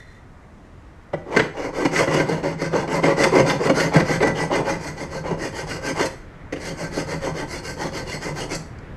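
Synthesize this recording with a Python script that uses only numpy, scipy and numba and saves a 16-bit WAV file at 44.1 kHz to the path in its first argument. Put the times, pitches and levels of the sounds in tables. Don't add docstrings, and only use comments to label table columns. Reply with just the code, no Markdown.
import sys
import numpy as np
from scipy import signal
from scipy.fft import rfft, irfft
from scipy.io import wavfile
from scipy.ndimage import uniform_filter1d
from numba import njit

SR = 44100
rng = np.random.default_rng(int(sys.argv[2]) if len(sys.argv) > 2 else 0)


def dump(signal):
    limited = np.clip(np.atleast_2d(signal).T, -1, 1)
    pcm = np.round(limited * 32767).astype(np.int16)
    wavfile.write(sys.argv[1], SR, pcm)


def amplitude_ratio(level_db):
    exponent = np.asarray(level_db, float) / 20
    return 10 ** exponent


N = 395136
TIME = np.arange(N) / SR

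# frequency in Hz, width in Hz, level in dB.
RATTLE_MODES = [(263, 36, -8.5), (303, 34, -6), (329, 30.6, 0), (355.5, 36, -1.5), (432.3, 50, -5),
                (455.6, 93, -3), (520, 46, 1.5), (555.8, 46, -1.5), (617, 44, -7), (693.6, 11, -8),
                (826, 55, -7.5), (915, 66, -10), (995, 36, -6.5), (1140, 54, -15.5)]


def strokes():
    half, turn, bite_db, shake_db = motion()
    speed = np.sin(np.pi / 2 * turn)
    resting = np.clip(9.1 * turn, 0, 1)
    fine = (speed ** 1.64 + 0.15 * resting) * amplitude_ratio(1.26 * walk(45))
    fine = fine * teeth(9000, 1.07)
    coarse = (speed ** 1.06 + 0.37 * resting) * amplitude_ratio(1.77 * walk(40))
    coarse = coarse * teeth(2500, 1.52)
    wall_db = 0.65 * bite_db + 0.55 * shake_db + 8
    return amplitude_ratio(2.5) * metal(fine, coarse, half, bite_db, wall_db, shake_db, RATTLE_MODES, damping=0.87)


# turn in seconds, time to full speed in seconds,
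# bite of the file in dB, shaking of the dome in dB.
PUSH_STROKES = [(1.3, 0.049, -46.5, -25), (1.721, 0.092, -44, -28), (2.065, .12, -37.5, -21.5),
                (2.424, 0.016, -44, -27), (2.709, 0.062, -40.5, -24.5), (3.018, 0.05, -38, -20.5),
                (3.312, 0.071, -35, -17.5), (3.587, 0.064, -39.5, -24), (3.911, 0.054, -39, -18),
                (4.2, 0.031, -40.5, -19.5), (4.495, .057, -40, -22.5), (4.789, 0.057, -43, -36),
                (5.088, 0.06, -43.5, -36.5), (5.368, 0.079, -41.5, -32.5), (5.662, 0.043, -40, -34.5),
                (5.946, 0.056, -36.5, -26.5), (6.755, 0.067, -41.5, -35), (7.059, 0.056, -40.5, -31.5),
                (7.333, 0.051, -42.5, -31), (7.623, .053, -38, -36.5), (7.912, 0.058, -40, -34),
                (8.201, 0.043, -40.5, -34), (8.486, 0.038, -37, -33.5)]
# turn in seconds,
# time to full speed in seconds, bite of the file in dB, shaking of the dome in dB.
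PULL_STROKES = [(1.14, .053, -71, -49), (1.25, .045, -64, -38.5), (1.533, .12, -47.5, -30),
                (1.908, 0.084, -32.5, -21.5), (2.254, 0.057, -44, -27), (2.572, 0.07, -43.5, -29.5),
                (2.868, 0.075, -39.5, -25), (3.159, 0.062, -32.5, -23.5), (3.442, 0.048, -35, -24),
                (3.738, 0.055, -35, -25), (4.042, 0.074, -35.5, -25), (4.343, 0.05, -38.5, -27),
                (4.638, .06, -41, -27.5), (4.954, 0.051, -45.5, -36.5), (5.233, 0.041, -46, -30),
                (5.517, 0.068, -41, -34), (5.81, 0.067, -37, -29.5), (6.574, 0.095, -41.5, -36),
                (6.904, 0.077, -38.5, -33), (7.2, 0.058, -42, -31), (7.466, 0.076, -38.5, -36.5),
                (7.761, 0.072, -40.5, -33), (8.055, 0.067, -38, -34), (8.34, 0.063, -40, -35)]
FILE_STOPS = [
    1.476,
    6.08,
    8.584,
]


def motion():
    start, rise, bite_db, shake_db = np.transpose(sorted(PUSH_STROKES + PULL_STROKES))
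    turn_pause_s = 0.011
    ends = np.sort(np.concatenate([start - turn_pause_s, FILE_STOPS]))
    next_end = ends[np.searchsorted(ends, start)]
    fall = np.clip(next_end - start - rise, .02, .3)
    k = np.clip(np.searchsorted(start, TIME) - 1, 0, None)
    since = TIME - start[k]
    slowing = 1 - (since - rise[k]) / fall[k]
    turn = np.where(since < rise[k], since / rise[k], slowing)
    half = 2 * k + (since > rise[k])
    return half, np.clip(turn, 0, 1), np.repeat(bite_db, 2), np.repeat(shake_db, 2)


# frequency in Hz, width in Hz, level in dB.
FILE_MODES = [(4334, 140, 3), (4590, 52, -1.5), (5030, 100, -2.5), (5695, 47, -3), (6241, 190, -4.5),
              (6660, 25, -6.5), (7070, 13, -12), (7540, 190, -19), (7960, 51, -12), (8940, 26, -12),
              (9460, 14, -16), (11300, 51, -16), (11700, 34, -40), (12400, 51, -31)]
# frequency in Hz, level in dB, 60 dB decay time in seconds.
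FILE_RINGING = [(4314, 3, 0.43), (4540, -6, 0.2), (5270, 0.5, 0.17), (5040, -19, 0.93), (5500, -18, 0.38),
                (6238, -3, 0.25), (6334, 5.5, 0.27), (6760, -28, 0.36), (7830, -3, 0.37), (7930, -3, 0.35),
                (8270, -5, 0.081), (9740, -8, 0.31), (10400, -25, 0.26), (11500, -17, 0.24)]
# frequency in Hz, width in Hz, level in dB.
FILE_DENSE = [(4940, 420, 1.5), (5980, 1440, 1), (7960, 610, -5.5), (9600, 1900, -18), (12600, 3400, -29)]
# frequency in Hz, width in Hz, level in dB.
FILE_TOP_MODES = [(9300, 68, -4.5), (9870, 39, -22), (9900, 44, 15), (10800, 18, 10), (11030, 54, -7),
                  (10860, 99, -26), (13000, 190, 4), (13000, 100, -20)]
# frequency in Hz, width in Hz, level in dB.
WALL_MODES = [(1300, 54, -7.5), (1424, 99, -9), (1554, 27, 1.5), (1698, 45, -9.5), (1878, 56, -5),
              (1980, 49, 1.5), (2063, 143, -1), (2194, 130, -6.5), (2400, 51, -11), (2823, 74, -9.5),
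              (3110, 460, -17), (3330, 270, -19), (3506, 72, -17)]
# frequency in Hz, width in Hz, level in dB.
DOME_DENSE = [(387, 170, 2.5), (944, 620, -8.5), (1790, 1550, -9), (2840, 1240, -16), (4030, 490, -21.5)]


def metal(force, rough, blow, file_db, wall_db, rattle_db, rattle, damping):
    gripped = [(hz, 4.3 * np.log(1000) / np.pi / t60, db - 5.5) for hz, db, t60 in FILE_RINGING]
    held = [(hz, damping * max(width, 55.), db) for hz, width, db in FILE_MODES + gripped]
    wall = [(hz, damping * width, db) for hz, width, db in WALL_MODES]
    jumbled = np.sign(rng.standard_normal(N))

    steel = body(held, force, blow, file_db, scatter_db=2.5)
    steel = steel + body(FILE_DENSE[:3], force * jumbled, blow, file_db - 5.5, scatter_db=-1.5)
    top_db = file_db - 13.5 + 0.85 * np.clip(file_db - wall_db, -15, 3)
    steel = steel + body(FILE_TOP_MODES, force, blow, top_db - 7.0, scatter_db=6.0)
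    steel = steel + body(FILE_DENSE[3:], force * jumbled, blow, top_db, scatter_db=2.0)
    steel = signal.sosfilt(signal.butter(4, 4000., "high", fs=SR, output="sos"), steel)

    dome = body(wall, force, blow, wall_db, scatter_db=4.0)
    dome = dome + body(rattle, rough, blow, rattle_db, scatter_db=3.0)
    dome = dome + body(DOME_DENSE[2:], force * jumbled, blow, wall_db - 4.0, scatter_db=1.9)
    dome = dome + body(DOME_DENSE[:2], rough * jumbled, blow, rattle_db - 5.5, scatter_db=1.4)
    return steel + dome


def body(modes, force, blow, blow_db, scatter_db):
    hz, width, db = np.transpose(sorted(modes))
    loss = np.pi * np.clip(width, 3, 6000) / SR
    sense = (-1.) ** np.arange(len(hz))
    scatter = scatter_db * rng.standard_normal((len(blow_db), len(hz)))
    gains = amplitude_ratio(db + scatter) * sense * loss
    rms = np.sqrt(np.sum(gains ** 2 / (4 * loss), axis=1, keepdims=True))
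    gains = gains / rms * amplitude_ratio(blow_db)[:, None]
    return ring(force, blow, np.exp(2j * np.pi * hz / SR - loss), gains)


@njit
def ring(force, blow, poles, gains):
    out = np.zeros(len(force))
    for m in range(len(poles)):
        z = 0j
        for i in range(len(force)):
            z = z * poles[m] + force[i] * gains[blow[i], m] + 1e-18
            out[i] += z.imag
    return out


def teeth(per_s, spread_db):
    hit = rng.random(N) < per_s / SR
    size = rng.standard_normal(N) * amplitude_ratio(spread_db * rng.exponential(size=N))
    return level(hit * size, 0)


def walk(rate):
    hold = int(SR / rate)
    steps = np.repeat(rng.standard_normal(N // hold + 1), hold)
    return 1.39 * uniform_filter1d(uniform_filter1d(steps, hold), hold)[:N]


def level(x, db):
    return x * amplitude_ratio(db) / np.sqrt(np.mean(x ** 2))


def knocks():
    k, since, (peak_db, wall_db, file_db, swell) = blows()
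    first = amplitude_ratio(3.5) * (since > 0) * np.exp(-since / .0012)
    since = since / np.clip(swell[k], .001, .05)
    chatter = since ** 0.79 * np.exp(.3 - 0.24 * since ** 2)
    hits = teeth(9000, 1.4)
    fine = (first + chatter) * hits
    coarse = (0.45 * first + chatter) * hits
    pressed = [(hz, 1.24 * width, db) for hz, width, db in RATTLE_MODES[:10]]
    struck = metal(fine, coarse, k, peak_db + file_db, peak_db + wall_db, peak_db, pressed, damping=1.36)
    return amplitude_ratio(-10.0) * struck


# time in seconds, peak in dB,
# wall relative to the peak in dB, file relative to the peak in dB.
DOME_KNOCKS = [(1.364, 5, -8, -22), (1.392, -0.5, -0.5, -23), (1.85, 4, -12.5, -24), (1.9, -21, -24, -32),
               (1.959, -13, 5, -22), (2.074, -1.5, -13.5, -34), (2.138, -4, -13.5, -18),
               (2.198, -3, -7.5, -24), (2.288, -6, -25, -23), (2.615, -5.5, -17, -21),
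               (2.732, -0.5, -21, -43), (2.877, -12, -14, -23), (3.035, 2.5, -13, -31),
               (3.235, -13, 11, 0.5), (3.354, -0.5, -12, -23), (3.395, 2, -11.5, -24), (3.499, -11, 4, -10),
               (3.694, 4, -14.5, -26), (3.799, -6.5, -5, -13), (3.938, -3.5, -11, -17.5),
               (3.958, 0, -6, -20), (3.997, -4.5, -4.5, -17), (4.205, -4.5, -12, -34),
               (4.224, -3, -5.5, -20), (4.27, -6.5, -16, -17.5), (4.552, -6.5, -13, -17),
               (5.308, -13, -18, -29), (5.708, -16, -0.5, -17), (6, -10.5, -6, -23),
               (6.968, -9.5, -24, -21)]
# time in seconds, peak in dB,
# wall relative to the peak in dB, file relative to the peak in dB, chatter time in seconds.
FILE_TOUCHES = [
    (1.131, -4.5, -17.5, -37, .0055),
    (1.313, -22, -16, -24, .004),
    (1.568, -27, 0, -17, 0.0067),
    (4.497, -26, -18, -26, 0.0054),
    (6.052, -24, 2, 2, 0.0069),
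    (6.524, -9.5, -10.5, -20, 0.0062),
    (6.558, -18, -9, -20, 0.0069),
    (8.547, -25.5, -9, 4, 0.0057),
    (8.786, -43, 5, -1, .002),
]


def blows():
    chatter_s = 0.0049
    table = np.transpose(sorted([row + (chatter_s,) for row in DOME_KNOCKS] + FILE_TOUCHES))
    k = np.clip(np.searchsorted(table[0], TIME) - 1, 0, None)
    return k, np.clip(TIME - table[0, k], 0, None), table[1:]


# frequency in Hz, width in Hz, level in dB.
BENCH_TOP_MODES = [(102, 11, -21), (155.8, 19.5, 0), (173.6, 128, -12)]
# time in seconds, level in dB.
HAND_WEIGHT = [(1.1, 10), (1.45, -3.5), (1.9, -3), (2.35, 6.5), (2.9, -0.5), (3.4, 2.5), (4.1, 4.5),
               (4.7, -1), (5.3, 5.5), (5.8, -0.5), (6.1, -6), (6.55, 4), (7.15, 5), (7.6, 2), (8.1, 3.5),
               (8.45, 0.5), (8.6, 6)]


def bench():
    half, turn, _, shake_db = motion()
    shaken = (turn + 0.53 * (turn > 0)) * amplitude_ratio(0.75 * shake_db[half] - 10 + 1.5 * walk(8))
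    lag_s = .03
    shaken = uniform_filter1d(np.interp(TIME - lag_s, TIME, shaken), SR // 30)
    k, since, (peak_db, *_) = blows()
    thud = amplitude_ratio(peak_db[k] - 27) * (since > 0) * np.exp(-since / 0.028)
    lean = amplitude_ratio(np.interp(TIME, *np.transpose(HAND_WEIGHT)))
    force = (shaken + thud) * lean * teeth(1500, 2.06)
    return body(BENCH_TOP_MODES, force, np.zeros(N, np.int64), np.array([-1.5]), scatter_db=0.5)


# frequency in Hz, level in dB, 60 dB decay time in seconds.
FREE_MODES = [(2590, -3, .12), (4150, -6, .18), (5660, -3, .4), (6150, -8, .2), (6980, -9, .2),
              (7560, -6, .25), (8200, -15, .15)]
# start in seconds, length in seconds, level in dB.
LAST_BITES = [
    (6.03, .05, -44.5),
    (8.504, 0.064, -42.5),
]


def lifts():
    force = 0
    for start, length, db in LAST_BITES:
        force = force + amplitude_ratio(db) * np.sin(np.pi * np.clip((TIME - start) / length, 0, 1))
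    modes = [(hz, 1.3 * np.log(1000) / np.pi / t60, db) for hz, db, t60 in FREE_MODES]
    return body(modes, force * teeth(6000, 1.5), np.zeros(N, np.int64), np.array([6.]), scatter_db=0.)


# frequency in Hz, width in Hz, level in dB.
HANDLED_MODES = [(1900, 62, 0), (1990, 30, -2), (2100, 40, -7), (3590, 60, -12), (4097, 30, -10),
                 (5660, 400, -30), (4000, 3000, -27), (9000, 6000, -36)]
# time in seconds, level in dB.
HANDLING_FORCE = [(0, -45.5), (.05, -54), (.07, -54), (.11, -51.5), (.17, -54), (.22, -72), (.3, -90)]


def handling():
    force = amplitude_ratio(np.interp(TIME, *np.transpose(HANDLING_FORCE), right=-99)) * teeth(2500, 1.5)
    return body(HANDLED_MODES, force, np.zeros(N, np.int64), np.array([0.]), scatter_db=0)


def shed_tail(x, t60_s, wet_db):
    t = np.arange(SR // 2) / SR
    echo = rng.standard_normal(len(t)) * amplitude_ratio(-60 * t / t60_s) * (t > .006)
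    echo = echo / np.sqrt(np.sum(echo ** 2))
    return x + amplitude_ratio(wet_db) * signal.oaconvolve(x, echo)[:N]


# frequency in Hz, density in dB per Hz.
SHED_SPECTRUM = [(20, -2.5), (49, -8.5), (103, -8.5), (160, -13.5), (800, -26), (2000, -28.5),
                 (2700, -40.5), (14000, -74)]
# time in seconds, level in dB.
SHED_GAIN = [(0, -44), (1.1, -43.5), (3, -40), (5.2, -37.5), (6.4, -39), (8.96, -37)]


def shed_noise():
    hz = np.fft.rfftfreq(N, 1 / SR) + 1
    point_hz, point_db = np.transpose(SHED_SPECTRUM)
    colour = amplitude_ratio(np.interp(np.log(hz), np.log(point_hz), point_db))
    colour = rfft(rng.standard_normal(N)) * colour
    octave = np.floor(np.log2(hz / 20))
    out = sum(irfft(colour * (octave == b), N) * amplitude_ratio(1.2 * walk(5.6)) for b in range(10))
    return level(out, 0) * amplitude_ratio(np.interp(TIME, *np.transpose(SHED_GAIN)))


def camera_hiss():
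    band = signal.butter(2, (2200., 7800), "band", fs=SR, output="sos")
    return level(signal.sosfilt(band, rng.standard_normal(N)), -69.5)


def scene():
    work = strokes() + knocks() + bench() + handling() + lifts()
    work = signal.sosfilt(signal.butter(3, [95., 12500.], "band", fs=SR, output="sos"), work)
    return (shed_tail(work, t60_s=0.37, wet_db=-7.5) + shed_noise())[None]


def roll_off(x):
    return signal.sosfilt(signal.butter(12, 15200, fs=SR, output="sos"), x)


def record(dry):
    rounding = 0.6
    mix = np.tanh(rounding * dry) / rounding + camera_hiss()
    return roll_off(mix)


dry = scene()
out = record(dry)
dump(out)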